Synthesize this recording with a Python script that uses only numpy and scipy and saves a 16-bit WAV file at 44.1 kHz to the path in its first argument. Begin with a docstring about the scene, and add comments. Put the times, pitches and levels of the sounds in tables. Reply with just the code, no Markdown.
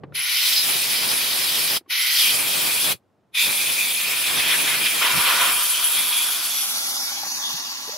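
"""A turbulent air jet hisses from the valve of an inflatable boat floor, out on a lake. A gloved thumb
presses the valve three times, so the hiss stops twice; towards the end it weakens. The jet excites the
valve's cavity resonances, roars against the glove and blows over the microphone, which at last turns
into the acoustic shadow of a jacket. Knocks ring as damped oscillators, air and fabric bump softly,
and bubbles plop at the hull."""
import sys
import numpy as np
from scipy import signal
from scipy.fft import rfft, irfft, next_fast_len
from scipy.io import wavfile
from scipy.ndimage import map_coordinates

SR = 44100
rng = np.random.default_rng(int(sys.argv[2]) if len(sys.argv) > 2 else 0)


def to_wav(s):
    """Save 16-bit WAV."""
    ch = np.atleast_2d(s).T  # columns
    pcm = np.round(np.clip(ch, -1, 1) * 32767)  # PCM
    wavfile.write(sys.argv[1], SR, pcm.astype(np.int16))


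N = 351741
TIME = np.arange(N) / SR
FREQS = np.maximum(np.arange(N // 2 + 1) * SR / N, 1)
UNCOVER_S, UNCOVER_EASE_S = 5.57, 0.054   # the hand draws back, leaving a fingertip on the stem
TURN_S, TURN_EASE_S = 6.485, 0.12   # the microphone swings behind the jacket

def from_db(db):
    """Amplitude grows tenfold every 20 dB."""
    return 10 ** (np.asarray(db) / 20)

def rms_one(x):
    """Normalisation to unit power."""
    return x / np.sqrt(np.mean(x ** 2) + 1e-20)

def in_time(rows):
    """Linear interpolation of each column over time."""
    s, *columns = np.transpose(rows)
    return [np.interp(TIME, s, c) for c in columns]

def at_freqs(points):
    """Linear interpolation of decibels over log frequency."""
    hz, db = np.transpose(points)
    return np.interp(np.log(FREQS), np.log(hz), db)

def colour(spectrum, points, skirt_db_per_octave=15):
    """Spectral shaping: a unit-power sound whose spectrum rolls off beyond the given points."""
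    octaves_outside = np.maximum(0, np.log2(np.maximum(points[0][0] / FREQS, FREQS / points[-1][0])))
    gain = from_db(at_freqs(points) - skirt_db_per_octave * octaves_outside)
    return rms_one(irfft(spectrum * gain, N))

def low_band(x, hz, slope):
    """Zero-phase low-pass: above hz, amplitude falls as frequency to the power -slope."""
    return irfft(rfft(x) / (1 + (FREQS / hz) ** slope), N)

def drift(rate_hz):
    """Random fluctuation: unit-power noise, low-passed at rate_hz."""
    size = next_fast_len(N, real=True)
    hz = np.arange(size // 2 + 1) * SR / size
    spectrum = rng.standard_normal(2 * len(hz)).view(complex)
    return rms_one(irfft(spectrum / (1 + (hz / rate_hz) ** 2), size)[:N])

def level(db, flutter_db, rate_hz):
    """Log-normal modulation: a gain that flutters about a level."""
    return from_db(db + flutter_db * drift(rate_hz))

def swell(s, sigma_s):
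    """Gaussian envelope, peaking at s."""
    return np.exp(-.5 * ((TIME - s) / sigma_s) ** 2)

def ease(s, ease_s):
    """Logistic step from 0 to 1, with time constant ease_s."""
    return .5 + .5 * np.tanh((TIME - s) / (2 * ease_s))

def since_turn():
    """Time integral of the turn: seconds spent facing away from the valve."""
    return np.cumsum(ease(TURN_S, TURN_EASE_S)) / SR

def pair(mid, side, side_db):
    """Mid-side stereo: two channels from a common and an opposed part."""
    share = from_db(side_db)
    return np.array([mid + share * side, mid - share * side]) / np.sqrt(1 + share ** 2)

def turbulence(points, side_db):
    """Random pressure fluctuations: stereo noise of a given spectrum and width."""
    mid, side = rng.standard_normal((2, 2 * len(FREQS))).view(complex)
    return colour(pair(mid, side, side_db), points)

def resonance(hz, width_hz, side_db):
    """Narrow-band noise: a tone of random amplitude and phase, as from a randomly driven resonator."""
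    phase = 2 * np.pi * np.cumsum(hz * np.ones(N)) / SR
    mid, side = [drift(width_hz) * np.cos(phase) + drift(width_hz) * np.sin(phase) for _ in range(2)]
    return pair(mid, side, side_db)

# open air over the lake: (frequency [Hz], relative level [dB])
LAKE_SPECTRUM = [(24, -62), (40, -26), (91, 0.5), (239, -2.5), (380, -4), (804, -8.5), (2060, -23),
                 (15000, -43)]
def lake_air(db=-65):
    """Ambient noise: a quiet floor, strongest at low frequencies."""
    return from_db(db) * turbulence(LAKE_SPECTRUM, side_db=-9.5)

# bumps of air and fabric: (time [s], level [dB], sigma [s])
SOFT_BUMPS = [(0.02, -49, 0.062), (0.116, -47.5, 0.055), (2.935, -40.5, 0.016), (5.173, -28.5, 0.017)]
def bumps():
    """Amplitude modulation: brief envelopes turn low noise into soft bumps."""
    envelope = sum(from_db(db) * swell(s, sigma_s) for s, db, sigma_s in SOFT_BUMPS)
    return envelope * turbulence([(50, -12), (135, 9), (260, -6.5), (450, -3)], side_db=-7)

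# thumb, valve and hull: (time [s], level [dB], frequency [Hz], t60 [s], crack re ring [dB])
IMPACTS = [(.035, -25.5, 314, 0.05, -1.5), (0.122, -41, 1410, 0.037, 3), (1.808, -43, 343, 0.043, -6),
           (1.861, -45, 1100, 0.033, -7), (1.877, -42, 330, 0.033, -26), (7.233, -18.5, 820, 0.027, -25),
           (7.266, -30, 790, 0.042, -17), (7.54, -32, 167, 0.059, -15)]
def knocks(crack_t60=0.045, contact_s=0.0016, crack_rise_s=0.00062):
    """Damped oscillation: struck rubbery fabric or plastic rings, led by a short crack."""
    out = np.zeros(N)
    grit = colour(rfft(rng.standard_normal(N)), [(200, 9), (1700, -7.5), (4500, -28), (6000, -46)])
    for s, db, hz, t60, crack_db in IMPACTS:
        age = np.clip(TIME - s, 0, 1)
        ring = np.sin(2 * np.pi * hz * age) * (1 - np.exp(-age / contact_s)) * from_db(-60 * age / t60)
        crack = grit * (1 - np.exp(-age / crack_rise_s)) * from_db(-60 * age / crack_t60)
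        out += from_db(db) * (ring + from_db(crack_db) * crack)
    return out

# presses of the thumb: (start [s], end [s], lift time [s], settling time [s], closing rate [dB/s],
# then base levels: jet [dB], slit at first [dB], slit at peak [dB], slit settled [dB], cup [dB],
# throat [dB], draught [dB])
THUMB_PRESSES = [(0.153, 1.772, 0.36, 0.31, 1100, -25, -31, -21, -24.5, -36, -46.5, -33.5),
                 (1.905, 2.925, 0.34, 0.12, 800, -22.5, -26.5, -18.5, -28.5, -33.5, -35, -32.5),
                 (3.35, 8.0, 0.071, 0.089, 900, -23.5, -34.5, -24, -31, -31, -34.5, -39.5)]
# the stream as the thumb leans and eases and the floor softens: (time [s], level [dB])
STREAM_STRENGTH = [(0.9, 0), (1.4, -0.5), (1.7, 1.5), (1.9, -0.5), (3.7, 1), (4.0, -0.9), (4.5, 0),
                   (5.0, 0), (5.6, 0.75), (6.4, -1), (7.03, 1.5), (7.2, -1), (7.5, 0.5), (7.75, -4)]
def thumb(open_db_per_s=1800.5, shut_db=-70):
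    """Throttling: each press opens the seat and lifts the seal; the flow settles, then is shut off."""
    rows = np.array(THUMB_PRESSES)
    gaps_s = (rows[1:, 0] + rows[:-1, 1]) / 2
    start, end, lift_s, settle_s, close_db_per_s, *levels = rows[np.searchsorted(gaps_s, TIME)].T
    seat_db = np.minimum(open_db_per_s * (TIME - start), close_db_per_s * (end - TIME))
    flow = from_db(np.clip(seat_db, shut_db, 0) + in_time(STREAM_STRENGTH)[0])
    lift = np.clip((TIME - start) / lift_s, 0, 1)
    settled = np.clip((TIME - start - lift_s) / settle_s, 0, 1)
    return flow, lift, settled, levels

# the free jet: (frequency [Hz], relative level [dB])
JET_SPECTRUM = [(300, -29), (1000, -14.5), (1900, -13), (2420, -8.5), (2800, -5), (3250, -1), (3850, -5.5),
                (4500, -5), (5100, -7.5), (6700, -8.5), (8300, -3), (9400, 1), (11000, -1), (12500, -5),
                (15500, -8)]
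def free_jet(db, side_db):
    """Turbulent mixing radiates a broadband hiss."""
    return level(db, flutter_db=0.83, rate_hz=19) * turbulence(JET_SPECTRUM, side_db)

# slit of the half-lifted seal: (frequency [Hz], relative level [dB])
SLIT_SPECTRUM = [(600, -32.5), (1000, -15), (1200, -17.5), (1450, -10), (1680, -9), (2030, -2.5),
                 (2500, -2.5), (2780, -2.5), (3050, 0), (5100, 0), (6100, -7), (7400, -20.5), (9600, -19.5),
                 (11500, -5), (15500, -15)]
# pocket under the thumb: (frequency [Hz], width [Hz], level re slit [dB])
POCKET_MODES = [(1420, 73, -17.5), (2060, 130, -7.5), (2320, 120, -12.5), (3040, 110, -11.5)]
def slit_hiss(db, jet_db, pinch, side_db, dulling=0.37, free_jet_db=-34.5):
    """Constricted flow hisses lower and rings the pocket; both effects recede as the jet gets free."""
    pocket = sum(from_db(mode_db) * resonance(hz, width_hz, side_db=-11.5)
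                 for hz, width_hz, mode_db in POCKET_MODES)
    hiss = turbulence(SLIT_SPECTRUM, side_db)
    deep_gain = from_db(-dulling * np.maximum(jet_db - free_jet_db, -12))
    hiss = hiss + (deep_gain - 1) * low_band(hiss, hz=2750, slope=10)
    return level(db, flutter_db=1.1, rate_hz=90) * hiss + np.sqrt(pinch) * from_db(db) * pocket

def cavity_ring(hz, width_hz, side_db, bare, narrowing=0.92):
    """Damping sets bandwidth: a cavity rings broadly under the glove, more purely when bare."""
    damped = resonance(hz, width_hz, side_db)
    free = resonance(hz, width_hz * narrowing, side_db)
    return np.sqrt(1 - bare) * damped + np.sqrt(bare) * free

# moments when a cavity almost whistles: (time [s], sigma [s], cavity [name], rise [dB])
LOCK_INS = [(2.186, 0.038, "throat", 6), (2.276, 0.036, "cup", 7), (2.68, 0.033, "cup", 5.5),
            (3.4, 0.037, "cup", 6.5), (3.403, 0.042, "throat", 7), (3.815, 0.025, "cup", 5),
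            (4.469, 0.037, "cup", 3), (5.68, 0.1, "throat", 1.5), (5.96, 0.031, "throat", 7.5),
            (5.99, .025, "cup", 8), (6.15, 0.062, "throat", 4.5), (6.197, .025, "cup", 7),
            (6.593, 0.051, "rim", 7.5), (7.448, 0.036, "throat", 15)]
def lock_in(cavity):
    """Lock-in: the jet couples to one cavity and raises its ring; gives the rise in dB."""
    return sum(db * swell(s, sigma_s) for s, sigma_s, name, db in LOCK_INS if name == cavity)

def valve_cup(db, bare, hz=2449, upper_ratio=2.5):
    """Cavity resonance: the jet drives two modes of the valve cup."""
    upper = from_db(-16) * resonance(upper_ratio * hz, width_hz=180, side_db=-5)
    gain = level(db + lock_in("cup"), flutter_db=1.4, rate_hz=17)
    return gain * (cavity_ring(hz, width_hz=188, side_db=-8.5, bare=bare) + upper)

# tuning of the cavities: (time [s], throat frequency [Hz], rim frequency [Hz])
CAVITY_TUNING = [(0.5, 3106, 10930), (2.3, 3230, 10870), (3.43, 3514, 10570), (4.15, 3507, 10450),
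                 (5.0, 3157, 10540), (5.85, 3156, 10750), (5.97, 3320, 10800), (6.35, 3407, 11340),
                 (6.7, 3440, 11270), (7.5, 3400, 11100)]
def throat_and_rim(throat_db, rim_db, bare, upper_ratio=1.115):
    """Variable resonators: two throat modes and one rim mode shift in pitch with the thumb."""
    throat_hz, rim_hz = in_time(CAVITY_TUNING)
    upper = from_db(-9) * resonance(upper_ratio * throat_hz, width_hz=130, side_db=-9.5)
    throat_gain = level(throat_db + lock_in("throat"), flutter_db=1.6, rate_hz=16)
    throat = cavity_ring(throat_hz, width_hz=195, side_db=-11, bare=bare) + upper
    rim_gain = level(rim_db + lock_in("rim"), flutter_db=0.7, rate_hz=16)
    rim = cavity_ring(rim_hz, width_hz=700, side_db=0.5, bare=bare)
    return throat_gain * throat, rim_gain * rim

def echoes(x, paths, sway):
    """Comb filtering: near reflections ripple the spectrum, which slides as the microphone sways."""
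    out = x
    for lag_s, db in paths:
        path_s = lag_s * (1 + sway * drift(0.89))
        out = out + from_db(db) * np.array([delayed(channel, path_s) for channel in x])
    return out

def delayed(x, seconds):
    """Propagation delay of one channel, steady or moving."""
    return map_coordinates(x, [(TIME - seconds) * SR], order=3)

# microphone pair facing the valve: (frequency [Hz], side re mid [dB])
STEREO_WIDTH = [(300, -20), (1500, -10), (3000, -4.5), (4500, -9.5), (5900, -2.5), (7000, -7), (8500, 2.5),
                (9400, 1), (10000, -4), (10900, 2), (12300, -6.5), (13100, -5), (15000, -7)]
# reflections from the hand and from the hull: (delay [s], level [dB])
HAND_PATHS = [(.001, -19.5), (.00262, -17), (.0061, -11.5)]
HULL_PATHS = [(.00085, -29), (.0029, -22), (.0074, -12.5)]
def valve_hiss(lift, settled, jet_db, first_db, peak_db, leak_db, cup_db, throat_db):
    """Superposition: the valve's noises and resonances follow the seal and reflect off hand and hull."""
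    side_db = at_freqs(STEREO_WIDTH)
    bare, turned = ease(UNCOVER_S, UNCOVER_EASE_S), ease(TURN_S, TURN_EASE_S)
    pinch = 1 - lift
    surge = lift ** 3 * (1 - settled)   # peaks as the seal comes clear
    fade_db, ring_fade_db = 24 * since_turn(), 8 * since_turn()   # the turn loses the direct sound
    jet_db = jet_db - 20.5 * pinch ** 2 + 1.5 * surge
    slit_db = peak_db + (first_db - peak_db) * pinch ** 2 + (leak_db - peak_db) * settled - 29 * bare
    throat_db = throat_db + 6 * surge + 1.5 * bare - 4 * turned - ring_fade_db
    rim_db = -34 + 1.5 * (1 - settled) + 3.5 * bare - ring_fade_db
    jet = free_jet(jet_db - fade_db, side_db)
    slit = slit_hiss(slit_db, jet_db, pinch, side_db)
    glove = level(-fade_db, flutter_db=0.68, rate_hz=18) * glove_roar(side_db)
    cup = valve_cup(cup_db - 0.5 * pinch - 6 * bare - fade_db, bare)
    throat, rim = throat_and_rim(throat_db, rim_db, bare)
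    by_hand = echoes(slit + rim + sizzle(fade_db), HAND_PATHS, sway=0.0041)
    return by_hand + echoes(jet + glove + cup + throat, HULL_PATHS, sway=.012)

# depth of the eddies' flutter: (frequency [Hz], spread [dB])
EDDY_FLUTTER = [(1000, 0.67), (4500, 1.5), (7500, 1.46), (10000, 2), (12000, 1.5), (14000, 0.5)]
def eddies(x, reach_hz=273, reach_s=.016, size=512):
    """Turbulent modulation: each eddy lifts or thins a narrow band of the hiss for a moment."""
    hz, s, cells = signal.stft(x, SR, nperseg=size)
    across = signal.windows.gaussian(size // 16, reach_hz / hz[1])
    along = signal.windows.gaussian(size // 16, reach_s / s[1])
    chance = rng.standard_normal(cells.shape[1:])
    swirl = rms_one(signal.fftconvolve(chance, np.outer(across, along), "same"))
    gain = from_db(np.interp(hz, FREQS, at_freqs(EDDY_FLUTTER))[:, None] * swirl)
    gain /= np.sqrt(np.mean(gain ** 2, axis=1, keepdims=True))   # each band keeps its mean power
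    return signal.istft(cells * gain, SR)[1][:, :N]

# brief whistles in the hiss: (time [s], sigma [s], frequency [Hz], level [dB])
WHISTLE_TONES = [(0.215, 0.032, 10720, -27), (0.575, .04, 5060, -24), (2.01, .04, 11000, -29),
                 (2.332, .025, 10700, -26), (4.55, .05, 10800, -30.5), (5.76, 0.12, 6040, -38),
                 (6.58, .04, 5830, -34), (6.873, 0.055, 6230, -41), (7.03, .03, 5610, -34),
                 (7.457, .025, 3540, -35), (7.345, 0.084, 6000, -32), (7.56, .05, 6080, -41),
                 (7.72, 0.067, 5380, -43)]
def whistles(width_hz=71, wander=.009):
    """Narrow-band noise is heard as trembling tones, which swell and fade as their pitch wanders."""
    mid, side = [drift(width_hz) + 1j * drift(width_hz) for _ in range(2)]
    tremble = pair(mid, side, side_db=0)
    clock = np.cumsum(1 + wander * drift(11)) / SR
    out = np.zeros((2, N))
    for s, sigma_s, hz, db in WHISTLE_TONES:
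        near = abs(TIME - s) < 4 * sigma_s
        tone = np.real(tremble[:, near] * np.exp(2j * np.pi * hz * clock[near]))
        out[:, near] += from_db(db) * swell(s, sigma_s)[near] * tone
    return out

# draught on the microphone: (frequency [Hz], relative level [dB])
DRAUGHT_SPECTRUM = [(40, -35.5), (80, -8.5), (140, -0.2), (400, 0.5), (1000, 1), (2000, 0), (6000, -18.5)]
# the stream sweeps over the microphone: (time [s], sigma [s], rise [dB])
DRAUGHT_GUSTS = [(1.716, .04, 2.5), (3.497, 0.053, 8.5), (4.37, 0.071, 6.5), (4.704, 0.31, 7),
                 (5.492, 0.059, 4), (6.015, 0.09, 9)]
def draught(db, lift, settled, fade_db_per_s=35):
    """Wind noise: once the jet is free, air brushes each port separately, in uncorrelated lumps."""
    gusts_db = sum(rise * swell(s, sigma_s) for s, sigma_s, rise in DRAUGHT_GUSTS)
    db = db - 28 * (1 - lift) - 10 * (1 - settled) ** 2 + gusts_db
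    db = db - 9 * ease(UNCOVER_S, UNCOVER_EASE_S) - fade_db_per_s * since_turn()
    return level(db, flutter_db=1.85, rate_hz=12) * turbulence(DRAUGHT_SPECTRUM, side_db=0)

# jet striking the glove: (frequency [Hz], relative level [dB])
GLOVE_SPECTRUM = [(200, -26), (550, -11.5), (820, -10), (1000, -4.5), (1450, -1), (1850, -2.5), (2100, -2),
                  (2600, 0), (3500, -2), (4500, -10), (5300, -8.5), (6200, -18), (8000, -19)]
# the jet catches the glove: (start [s], end [s], release [s], bright level [dB], hollow level [dB])
GLOVE_SPURTS = [(4.0, 5.3, 0.17, -29, -39.5), (4.393, 4.498, .02, -24.5, -44),
                (4.502, 4.56, .008, -20.5, -35), (4.68, 4.75, 0.022, -22.5, -35),
                (4.861, 4.87, 0.0065, -19.5, -36), (5.019, 5.068, 0.051, -19.5, -21),
                (5.106, 5.498, .02, -26, -29.5), (5.19, 5.49, .025, -26, -25),
                (5.253, 5.465, 0.14, -34, -26), (5.5, 6.395, 0.16, -33.5, -35)]
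# three steady, hollow tones that colour the roar: (frequency [Hz], width [Hz], level re roar [dB])
HOLLOW_TONES = [(992, 50, -12), (1187, 87, -10.5), (1443, 81, -10.5)]
def glove_roar(side_db, attack_s=0.0096):
    """Jet impingement: spurts roar on the glove, each with a bright and a hollow part."""
    roar = turbulence(GLOVE_SPECTRUM, side_db)
    hollow = low_band(roar, hz=1570, slope=10)
    power = 0
    for start, end, release_s, *db in GLOVE_SPURTS:
        ramps = np.minimum((TIME - start) / attack_s, (end - TIME) / release_s)
        power = power + np.outer(from_db(db), np.exp(np.clip(ramps, -20, 0))) ** 2
    bright_gain, hollow_gain = np.sqrt(power)
    tones = sum(from_db(db) * resonance(hz, width_hz, side_db=-17) for hz, width_hz, db in HOLLOW_TONES)
    return bright_gain * (roar - hollow) + hollow_gain * (hollow + tones)

# the jet on the stem's edges: (frequency [Hz], width [Hz], level [dB])
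EDGE_TONES = [(9450, 250, -35.5), (10250, 280, -39), (11000, 340, -35.5), (11500, 200, -39),
              (12500, 400, -35.5)]
def sizzle(fade_db, start_s=5.07, wander=.02):
    """Edge tones spit and waver as the thumb slides off, until the microphone turns away."""
    gate = ease(start_s, 0.056) * (1 - ease(TURN_S, TURN_EASE_S))
    tones = 0
    for hz, width_hz, db in EDGE_TONES:
        spitting = level(db, flutter_db=4.5, rate_hz=19)
        tones = tones + spitting * resonance(hz * (1 + wander * drift(18)), width_hz, side_db=5)
    return gate * level(-fade_db, flutter_db=2, rate_hz=31) * tones

# hiss behind the jacket, and rush of the air chamber: (frequency [Hz], relative level [dB])
SHADED_SPECTRUM = [(800, -25), (1500, -13.5), (2600, -9.5), (3500, -5.5), (4200, -4.5), (4600, -1),
                   (5150, -4), (5500, -2), (5950, -5), (6400, -5), (7300, -13.5), (8800, -26), (10200, -22),
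                   (12500, -16), (15500, -20.5)]
CHAMBER_SPECTRUM = [(60, -52), (150, -12.5), (290, -2.5), (500, -11), (850, 0), (1090, 3), (1260, 1.5),
                    (1450, -2.5), (1750, -16), (2500, -26)]
# reflections from the jacket: (delay [s], level [dB])
JACKET_PATHS = [(.0036, -10.5), (.0088, -7.5)]
def shaded_hiss(chamber_s=6.23):
    """Acoustic shadow: out of the line of the jet, a duller hiss and the hollow chamber remain."""
    spill = from_db(-35) * ease(UNCOVER_S, UNCOVER_EASE_S) + from_db(-35.5) * ease(TURN_S, TURN_EASE_S)
    hiss = spill * level(0, flutter_db=0.9, rate_hz=90) * turbulence(SHADED_SPECTRUM, side_db=-6)
    chamber = level(-42, flutter_db=1.5, rate_hz=41) * turbulence(CHAMBER_SPECTRUM, side_db=-29)
    return echoes(hiss + ease(chamber_s, 0.31) * chamber, JACKET_PATHS, sway=0.0209)

# extra travel of the sound glancing off the jacket: (time [s], delay [s])
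GLANCE_DELAY = [(6.6, 0.0014), (7.0, 0.0014), (7.33, 0.00112), (7.5, 0.0011)]
def glance(x, cloth_hz=4200):
    """Moving comb filter: after the turn, a dull reflection off the jacket sweeps the hiss's colour."""
    dull = low_band(x, cloth_hz, slope=2)
    path_s, = in_time(GLANCE_DELAY)
    gain = from_db(-9) * ease(TURN_S, TURN_EASE_S)
    return x + gain * np.array([delayed(channel, path_s) for channel in dull])

# bands sliding through the hiss: (time [s], gap [Hz], gap depth [0-1], bright band [Hz])
SWISH_BANDS = [(6.6, 2530, 0.1, 5850), (6.74, 2580, 0.2, 6200), (6.92, 2560, 1, 6200),
               (7.03, 3000, 0.9, 5620), (7.18, 2800, 0, 5960), (7.35, 3520, 1, 6060),
               (7.46, 2500, 0.9, 6000), (7.68, 2590, 0, 6000), (7.9, 2837, 0.27, 6050)]
def hiss_swish(x, half_width_hz=450, wander_hz=130):
    """Swept filtering: a gap and a bright band slide through the fading hiss, making it swish."""
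    gap_hz, depth, bright_hz = in_time(SWISH_BANDS)
    carrier = np.exp(2j * np.pi * np.cumsum(gap_hz + wander_hz * drift(15)) / SR)
    baseband = signal.lfilter(*signal.butter(1, half_width_hz, fs=SR), x / carrier)
    gap_band = np.clip(depth, 0, 1) * 2 * np.real(carrier * baseband)
    bright = level(-40, flutter_db=2.5, rate_hz=9.8) * resonance(bright_hz, width_hz=210, side_db=5)
    return x + ease(TURN_S, TURN_EASE_S) * (bright - gap_band)

def turn_away(x, start_s=6.52, end_s=6.76, port_lag_s=0.00015):
    """Arrival-time difference: the turn delays the right port; the scattered top has no direction."""
    turned = np.clip((TIME - start_s) / (end_s - start_s), 0, 1)
    low = irfft(rfft(x[1]) * (FREQS * port_lag_s < 1), N)
    return np.array([x[0], x[1] - low + delayed(low, turned * port_lag_s)])

# water at the hull: (time [s], level [dB], frequency [Hz], sigma [s], glide [octaves/s])
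BUBBLES = [(7.889, -41.5, 444, 0.0074, 15), (7.938, -42, 600, 0.0083, 3), (7.967, -40, 580, 0.007, -13.5)]
def plops():
    """Bubble resonance: each surfacing bubble gives a brief tone that glides up or down."""
    out = np.zeros(N)
    for s, db, hz, sigma_s, glide in BUBBLES:
        pitch_hz = hz * 2 ** (glide * np.clip(TIME - s, -2 * sigma_s, 2 * sigma_s))
        tone = np.sin(2 * np.pi * np.cumsum(pitch_hz) / SR)
        out += level(db, flutter_db=6, rate_hz=120) * swell(s, sigma_s) * tone
    return out

def scene():
    """Superposition: the valve's flow scales all the escaping air; the other sources add to it."""
    flow, lift, settled, (*hiss_db, draught_db) = thumb()
    hiss = valve_hiss(lift, settled, *hiss_db) + shaded_hiss()
    hiss = eddies(hiss_swish(glance(hiss))) + whistles()
    air = turn_away(hiss) + draught(draught_db, lift, settled)
    return flow * air + knocks() + bumps() + lake_air() + plops()

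def record(dry, low_cut_hz=42, high_cut_hz=15700):
    """Band limiting: the microphone sheds the deep bass, and the top is cut steeply."""
    thin = signal.sosfilt(signal.butter(2, low_cut_hz, "high", fs=SR, output="sos"), dry)
    return signal.sosfilt(signal.ellip(12, .1, 80, high_cut_hz, fs=SR, output="sos"), thin)

dry = scene()
out = record(dry)
to_wav(out)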